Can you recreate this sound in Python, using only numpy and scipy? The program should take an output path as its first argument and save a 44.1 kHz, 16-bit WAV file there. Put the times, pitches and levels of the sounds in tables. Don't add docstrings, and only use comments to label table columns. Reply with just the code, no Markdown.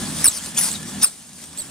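import sys
import numpy as np
from scipy import signal
from scipy.fft import rfft, irfft
from scipy.io import wavfile
from scipy.ndimage import uniform_filter1d

SR = 44100
rng = np.random.default_rng(int(sys.argv[2]) if len(sys.argv) > 2 else 0)


def volts_from_db(level):
    exponent = np.asarray(level, float) / 20
    return 10 ** exponent


def output_pcm(signal):
    pcm = np.clip(np.atleast_2d(signal).T, -1, 1) * 32767
    wavfile.write(sys.argv[1], SR, np.round(pcm).astype(np.int16))


N = 74970
T = np.arange(N) / SR


def evened(x):
    return x / np.sqrt(np.mean(abs(x) ** 2) + 1e-20)


def read(points, hz):
    f, value = np.transpose(points)
    return np.interp(np.log(hz + 1), np.log(f + 1), value)


def curve(points):
    return np.interp(T, *np.transpose(points))


def panned(pan_db):
    return np.array([[pan_db / 2], [-pan_db / 2]])


def wobble(hz, count):
    z = rng.standard_normal(count) + 1j * rng.standard_normal(count)
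    r = np.exp(-2 * np.pi * hz / SR)
    return evened(signal.lfilter([1], [1, -2 * r, r * r], z))


def hiss(colour, patchy_db):
    # f/Hz, likeness 0-1
    likeness = [(60, 0.3), (240, 0.75), (950, 0.89), (3770, 0.51), (15000, 0.03)]
    # f/Hz, phase/rad
    left_lead = [(0, -0.1), (6460, 0.9), (8960, 0.8), (13100, 0.69), (15200, -0.1)]
    # f/Hz, level/dB
    lean = [(200, -1), (700, -2.5), (1300, -2), (2400, 1.1), (4400, 1.1), (15000, -0.3)]
    frames, hz = N // 128 + 5, np.fft.rfftfreq(512, 1 / SR)
    a, b, c, d, patches = rng.standard_normal((frames, 257, 5)).T
    patches = uniform_filter1d(patches, size=8, axis=0)
    patches = evened(uniform_filter1d(patches, size=14, axis=1))
    same = np.clip(read(likeness, hz), -1, 1)[:, None]
    delay = np.exp(-1j * read(left_lead, hz))[:, None]
    left = a + 1j * b
    right = same * left * delay + np.sqrt(1 - same ** 2) * (c + 1j * d)
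    side_db = np.array([.5, -.5])[:, None, None] * read(lean, hz)[:, None]
    gain = volts_from_db(read(colour, hz)[:, None] + patchy_db * patches + side_db)
    noise = signal.istft(np.array([left, right]) * gain, nperseg=512, noverlap=384)[1]
    return evened(noise[:, :N])


def tint(x, colour):
    log_gain = np.log(volts_from_db(read(colour, abs(np.fft.fftfreq(1024, 1 / SR)))))
    taps = np.fft.ifft(np.exp(np.conj(signal.hilbert(log_gain)))).real[:512]
    return signal.oaconvolve(x, taps[None] / np.linalg.norm(taps))[:, :N]


def engine():
    # multiple of the firing rate, level/dB
    orders = [(2, -44.5), (3, -51.5), (4, -39.5), (5, -43), (6, -41.5), (7, -45.5), (9, -53)]
    # f/Hz, width/Hz, level/dB
    whines = [
        (1723, 67, -47.5),
        (3400, 100, -49.5),
        (800.5, 54, -52.5),
    ]
    firing_hz, waver_hz = 39.6, 5
    drone_hz, drone_width_hz, drone_db = 202.3, 148, -34.5
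    tones = 0
    for k, db in orders:
        waver = evened(.7 + wobble(waver_hz, N))
        tones = tones + volts_from_db(db) * np.exp(2j * np.pi * k * firing_hz * T) * waver
    for hz, width, db in whines:
        tones = tones + volts_from_db(db) * np.exp(2j * np.pi * hz * T) * wobble(width, N)
    carrier = volts_from_db(drone_db) * np.exp(2j * np.pi * drone_hz * T)
    middle = carrier * wobble(drone_width_hz / 2, N)
    sides = carrier * wobble(drone_width_hz / 2, N)
    return (tones + middle + 0.2 * sides * np.array([[1], [-1]])).real


def forest_air():
    # f/Hz, level/dB
    air = [(40, -30), (80, 3), (300, -4.5), (1100, -8.5), (2600, -13), (7000, -12.5), (9200, -18.5),
           (11500, -46), (15500, -46)]
    return volts_from_db(-39.5) * hiss(air, patchy_db=1.2)


def leaf_crackle(colour):
    cracks_per_s, spread_db = 3000, 1.5
    size = volts_from_db(spread_db * np.minimum(rng.exponential(1, N), 3.5))
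    size = size * (rng.random(N) < cracks_per_s / SR) * rng.choice([-1., 1.], N)
    side = rng.uniform(0.99, 1, (2, N))
    return evened(tint(side * np.array([size, np.roll(size, 1)]), colour))


def leaf_snaps(colour):
    # t/s, level/dB, left over right/dB
    snap_events = [(.2045, -23, -4), (0.2215, -28, -5), (0.437, -21, -2), (0.459, -18.5, 0),
                   (.546, -21.5, -.5), (0.6864, -12.5, .5), (0.7368, -17.5, -6), (.76, -20.5, -2),
                   (0.829, -21.5, 0), (.866, -31, 1), (1.0175, -21, 1), (1.0218, -18, -5), (1.023, -23, -1),
                   (1.031, -14, 3), (1.037, -11.5, 1), (1.291, -30, .5), (1.331, -30, 2), (1.382, -32, 8),
                   (1.439, -24.5, 3), (1.529, -28, 0)]
    snap_t60, onset_s = .03, 0.00089
    level, noise = np.zeros((2, N)), rng.standard_normal(N)
    for s, db, pan_db in snap_events:
        fall_db = -60 * abs(T - s) / snap_t60
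        level += volts_from_db(db - 6.5 + fall_db + panned(pan_db)) * np.clip((T - s) / onset_s, 0, 1)
    return tint(level * np.array([noise, np.roll(noise, 1)]), colour)


def leaves():
    # t/s, level/dB
    scramble = [(0, -32.5), (.03, -29), (.12, -32), (.22, -24.5), (.3, -31), (.37, -32.5), (.42, -33),
                (.46, -30.5), (.54, -37.5), (.585, -26), (.68, -25.5), (.78, -34), (.85, -40), (.89, -32.5),
                (.98, -37.5), (1.03, -27.5), (1.1, -39), (1.26, -44.5)]
    # t/s, level/dB
    late_scramble = [
        (1.3, -86),
        (1.385, -51.5),
        (1.43, -41),
        (1.49, -63),
        (1.58, -43),
        (1.66, -47),
        (1.7, -48),
    ]
    # f/Hz, level/dB
    leaf = [(200, -25), (600, -15), (2900, -15.5), (6800, -10), (9000, -4), (10400, -11.5), (11500, -23.5),
            (15500, -27.5)]
    level = volts_from_db(curve(scramble)) + volts_from_db(curve(late_scramble))
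    rustle = hiss(leaf, patchy_db=3.0)
    return level * evened(rustle + volts_from_db(-4.5) * leaf_crackle(leaf)) + leaf_snaps(leaf)


def squeal(rows, octave_db, pan_db, lead):
    # t/s, change/dB, width/s
    breaks = [(.247, 1.5, 0.00088), (0.253, -10, .0012), (.26, -4, .0008), (.264, -14, 0.0011),
              (.271, -7, 0.0011), (0.2743, -12, 0.0012), (0.2796, -11, 0.00058), (.283, 0, .0006),
              (0.2884, -5, 0.00083), (.59, 6, 0.00065), (0.5976, -5, 0.00081), (.604, -5, .001),
              (.608, -9, 0.0011), (.6155, -2, 0.00073), (0.712, -13, 0.00045), (1.0192, -8, 0.00092),
              (1.0235, -6, 0.0008), (1.031, -6, 0.00081), (1.0369, -7, 0.0008), (1.0385, 0, 0.00055),
              (1.0506, -7, 0.0012), (1.06, -1, .001), (1.58, -14, .0012), (1.583, -8, .0008),
              (1.592, -4, 0.00073), (1.605, 0, 0.00064)]
    flutter_hz, flutter, jitter_hz, jitter = 300, .24, 170, .013
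    throb_hz, throb_depth, throb_spread = 215, .2, .3
    rasp_hz, breath_hz, breath_db = 830, 2620, -16.5
    port_hz, port_width_hz = 8460, 1600

    s, hz, db, rough = np.transpose(rows)
    hz = np.interp(T, s, hz) * (1 + jitter * wobble(jitter_hz, N).real)
    rough = np.clip(np.interp(T, s, rough), 0, 1)
    level_db = np.interp(T, s, db)
    for at, change_db, width in breaks:
        if s[0] < at < s[-1]:
            level_db = level_db + change_db * np.exp(-((T - at) / width) ** 2)
    fade = np.clip(np.minimum(T - s[0], s[-1] - T) / 0.0009, 0, 1)

    throb_rate = throb_hz * (1 + throb_spread * wobble(jitter_hz, N).real)
    throb = 1 + throb_depth * np.cos(2 * np.pi * np.cumsum(throb_rate) / SR)
    clean = evened(throb * (1 + flutter * wobble(flutter_hz, N)))
    harsh = wobble(rasp_hz, N) + volts_from_db(breath_db) * wobble(breath_hz, N)
    voice = (1 - rough) * clean + rough * harsh

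    turn = 2 * np.pi * (np.cumsum(hz) - np.array([[0], [lead]]) * hz) / SR
    port = np.exp(-((2 * hz - port_hz) / port_width_hz) ** 2)
    tone = np.exp(1j * turn) + volts_from_db(octave_db) * np.exp(2j * turn) * port
    return np.sqrt(2) * volts_from_db(level_db) * fade * (voice * tone).real * volts_from_db(panned(pan_db))


def monkey():
    # t/s, f/Hz, level/dB, roughness 0-1
    squeal_a = [(.2422, 9774, -12, 0), (.2437, 9775, -6, 0), (.249, 9500, -8.5, 0.35),
                (.258, 9370, -5.5, 0.08), (.268, 9007, -6, 0.25), (.276, 8400, -9.5, 0.11),
                (.285, 7876, -9, 0), (.292, 7860, -17.5, 0.4), (.305, 7360, -27, 0.6)]
    whimper_a = [(.308, 7000, -40, .3), (.317, 6550, -26, .2), (.328, 5300, -37, .3),
                 (.345, 4950, -37, .35), (.36, 4800, -39, .45), (.373, 4650, -33, .45),
                 (.386, 4300, -39, .4), (.392, 3300, -38, .35), (.405, 3050, -42, .4)]
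    squeal_b = [(.566, 8300, -33, 0.92), (0.5781, 8700, -11.5, 0.25), (.582, 9000, -20.5, .9),
                (.5855, 10120, -11.5, .3), (.596, 10780, -15, 0.28), (.606, 10600, -17.5, 0.35),
                (.612, 9860, -12.5, 0.15), (.62, 9750, -19.5, 0.75), (0.641, 9235, -17, 0.81),
                (0.683, 8190, -33, 1)]
    catch_b = [(.556, 2257, -40, .3), (.564, 2493, -37, .3), (0.568, 3047, -32.5, 0.4),
               (0.576, 3400, -24.5, 0.41), (.583, 3484, -28.5, 0.38), (.59, 3450, -40, 0.31),
               (.606, 3400, -43, 0.45)]
    whimper_b = [(0.702, 8100, -38, 0.5), (.71, 8000, -26, .5), (.7145, 7700, -18.5, 0.3),
                 (0.718, 7100, -21, 0.55), (.721, 7900, -34, .3), (0.73, 8160, -25, .12),
                 (.745, 8060, -48, .2)]
    chirp_b = [(.737, 4400, -42, .9), (.75, 4100, -39, .8), (.756, 3780, -29, .25), (.762, 3740, -35, .4),
               (.775, 3700, -46, .6)]
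    catch_c = [(1.012, 5900, -39, 0.98), (1.018, 5700, -20.5, 0.94), (1.031, 5410, -22.5, 1),
               (1.039, 5080, -31, 0.76), (1.06, 5030, -52, 0.67)]
    squeal_c = [(1.027, 8450, -23, .2), (1.0302, 8800, -7.5, 0.12), (1.038, 9450, -7.5, 0.13),
                (1.045, 9200, -5, 0.094), (1.054, 8900, -15.5, 0.13), (1.06, 8500, -23, 0.18),
                (1.067, 8200, -26, 0.15), (1.076, 8090, -22.5, 0.21), (1.086, 8000, -33, 0.36)]
    squeal_d = [(1.574, 7300, -25, .1), (1.576, 7566, -28, .1), (1.581, 7880, -29, .1),
                (1.586, 8200, -24.5, 0.12), (1.598, 8550, -23.5, 0.086), (1.605, 8040, -25, .1),
                (1.613, 7730, -37.5, .1), (1.619, 7880, -27, .1), (1.63, 7500, -38, .15)]
    rasp_b = [(.574, 4993, -34, .9), (.587, 5876, -24.5, .9), (.61, 5790, -33, 0.82),
              (.63, 5100, -28, 0.86), (0.659, 5056, -32.5, 1), (0.692, 4960, -36, .95)]
    rasp_a = [(.335, 5770, -38, .8), (.362, 5780, -33, 0.87), (.375, 5870, -30.5, .8), (.39, 5830, -45, .8)]
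    # octave level/dB, left over right/dB, left leads/samples
    places = [(-40, 0, 0.79), (12, 3, 0.52), (-40, 2, 0.88), (18, 1, 1.5), (-18.5, -5, 0.57),
              (-23, 8, 0.43), (-20, 1, 1.4), (-40, 1, 1.14), (-40, -3, 1.15), (14, 1, 1.16), (-40, 2, 1)]
    calls = [squeal_a, whimper_a, squeal_b, catch_b, whimper_b, chirp_b,
             catch_c, squeal_c, squeal_d, rasp_b, rasp_a]
    direct = sum(squeal(rows, *place) for rows, place in zip(calls, places))
    echo_db, echo_t60, first_echo_s = -17, 0.22, .003
    t = np.arange(SR // 2) / SR
    taps = rng.standard_normal((2, len(t))) * (rng.random((2, len(t))) < .05)
    taps = taps * (t > first_echo_s) * volts_from_db(-60 * t / echo_t60)
    echo = signal.fftconvolve(direct, taps / np.linalg.norm(taps[0]), axes=1)[:, :N]
    return direct + volts_from_db(echo_db) * echo


def scene():
    # t/s, level/dB
    duck = [(0, 6), (.12, 3.5), (.24, 0), (.27, -8.5), (.4, -8), (.55, -4), (.6, -4.5), (.85, -1.5),
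            (1.02, 0.5), (1.06, -15.5), (1.3, -15), (1.7, -8.5)]
    background = engine() + forest_air()
    return volts_from_db(curve(duck)) * background + leaves() + monkey()


def top_cut(x):
    return signal.sosfilt(signal.butter(12, 15680, fs=SR, output="sos"), x)


def record(dry):
    # f/Hz, width/Hz, level/dB
    housing = [
        (1750, 380, 0),
        (3335, 420, 1),
    ]
    hz = np.fft.rfftfreq(N, 1 / SR)
    rings = volts_from_db(sum(db * np.exp(-((hz - f) / w) ** 2) for f, w, db in housing))
    bass_cut = hz ** 2 / (hz ** 2 + 45 ** 2)
    heard = irfft(rfft(dry) * rings * bass_cut, N)
    fast = signal.resample_poly(heard, 160, 147, axis=1)
    nearest = np.round(np.arange(N) * 160 / 147).astype(int)
    picked = fast[:, np.minimum(nearest, fast.shape[1] - 1)]
    edge = signal.firwin(255, 15750, window=("kaiser", 9), fs=SR)
    mix = np.clip(signal.oaconvolve(picked, edge[None], "same"), -.95, .95)
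    return top_cut(mix)


dry = scene()
out = record(dry)
output_pcm(out)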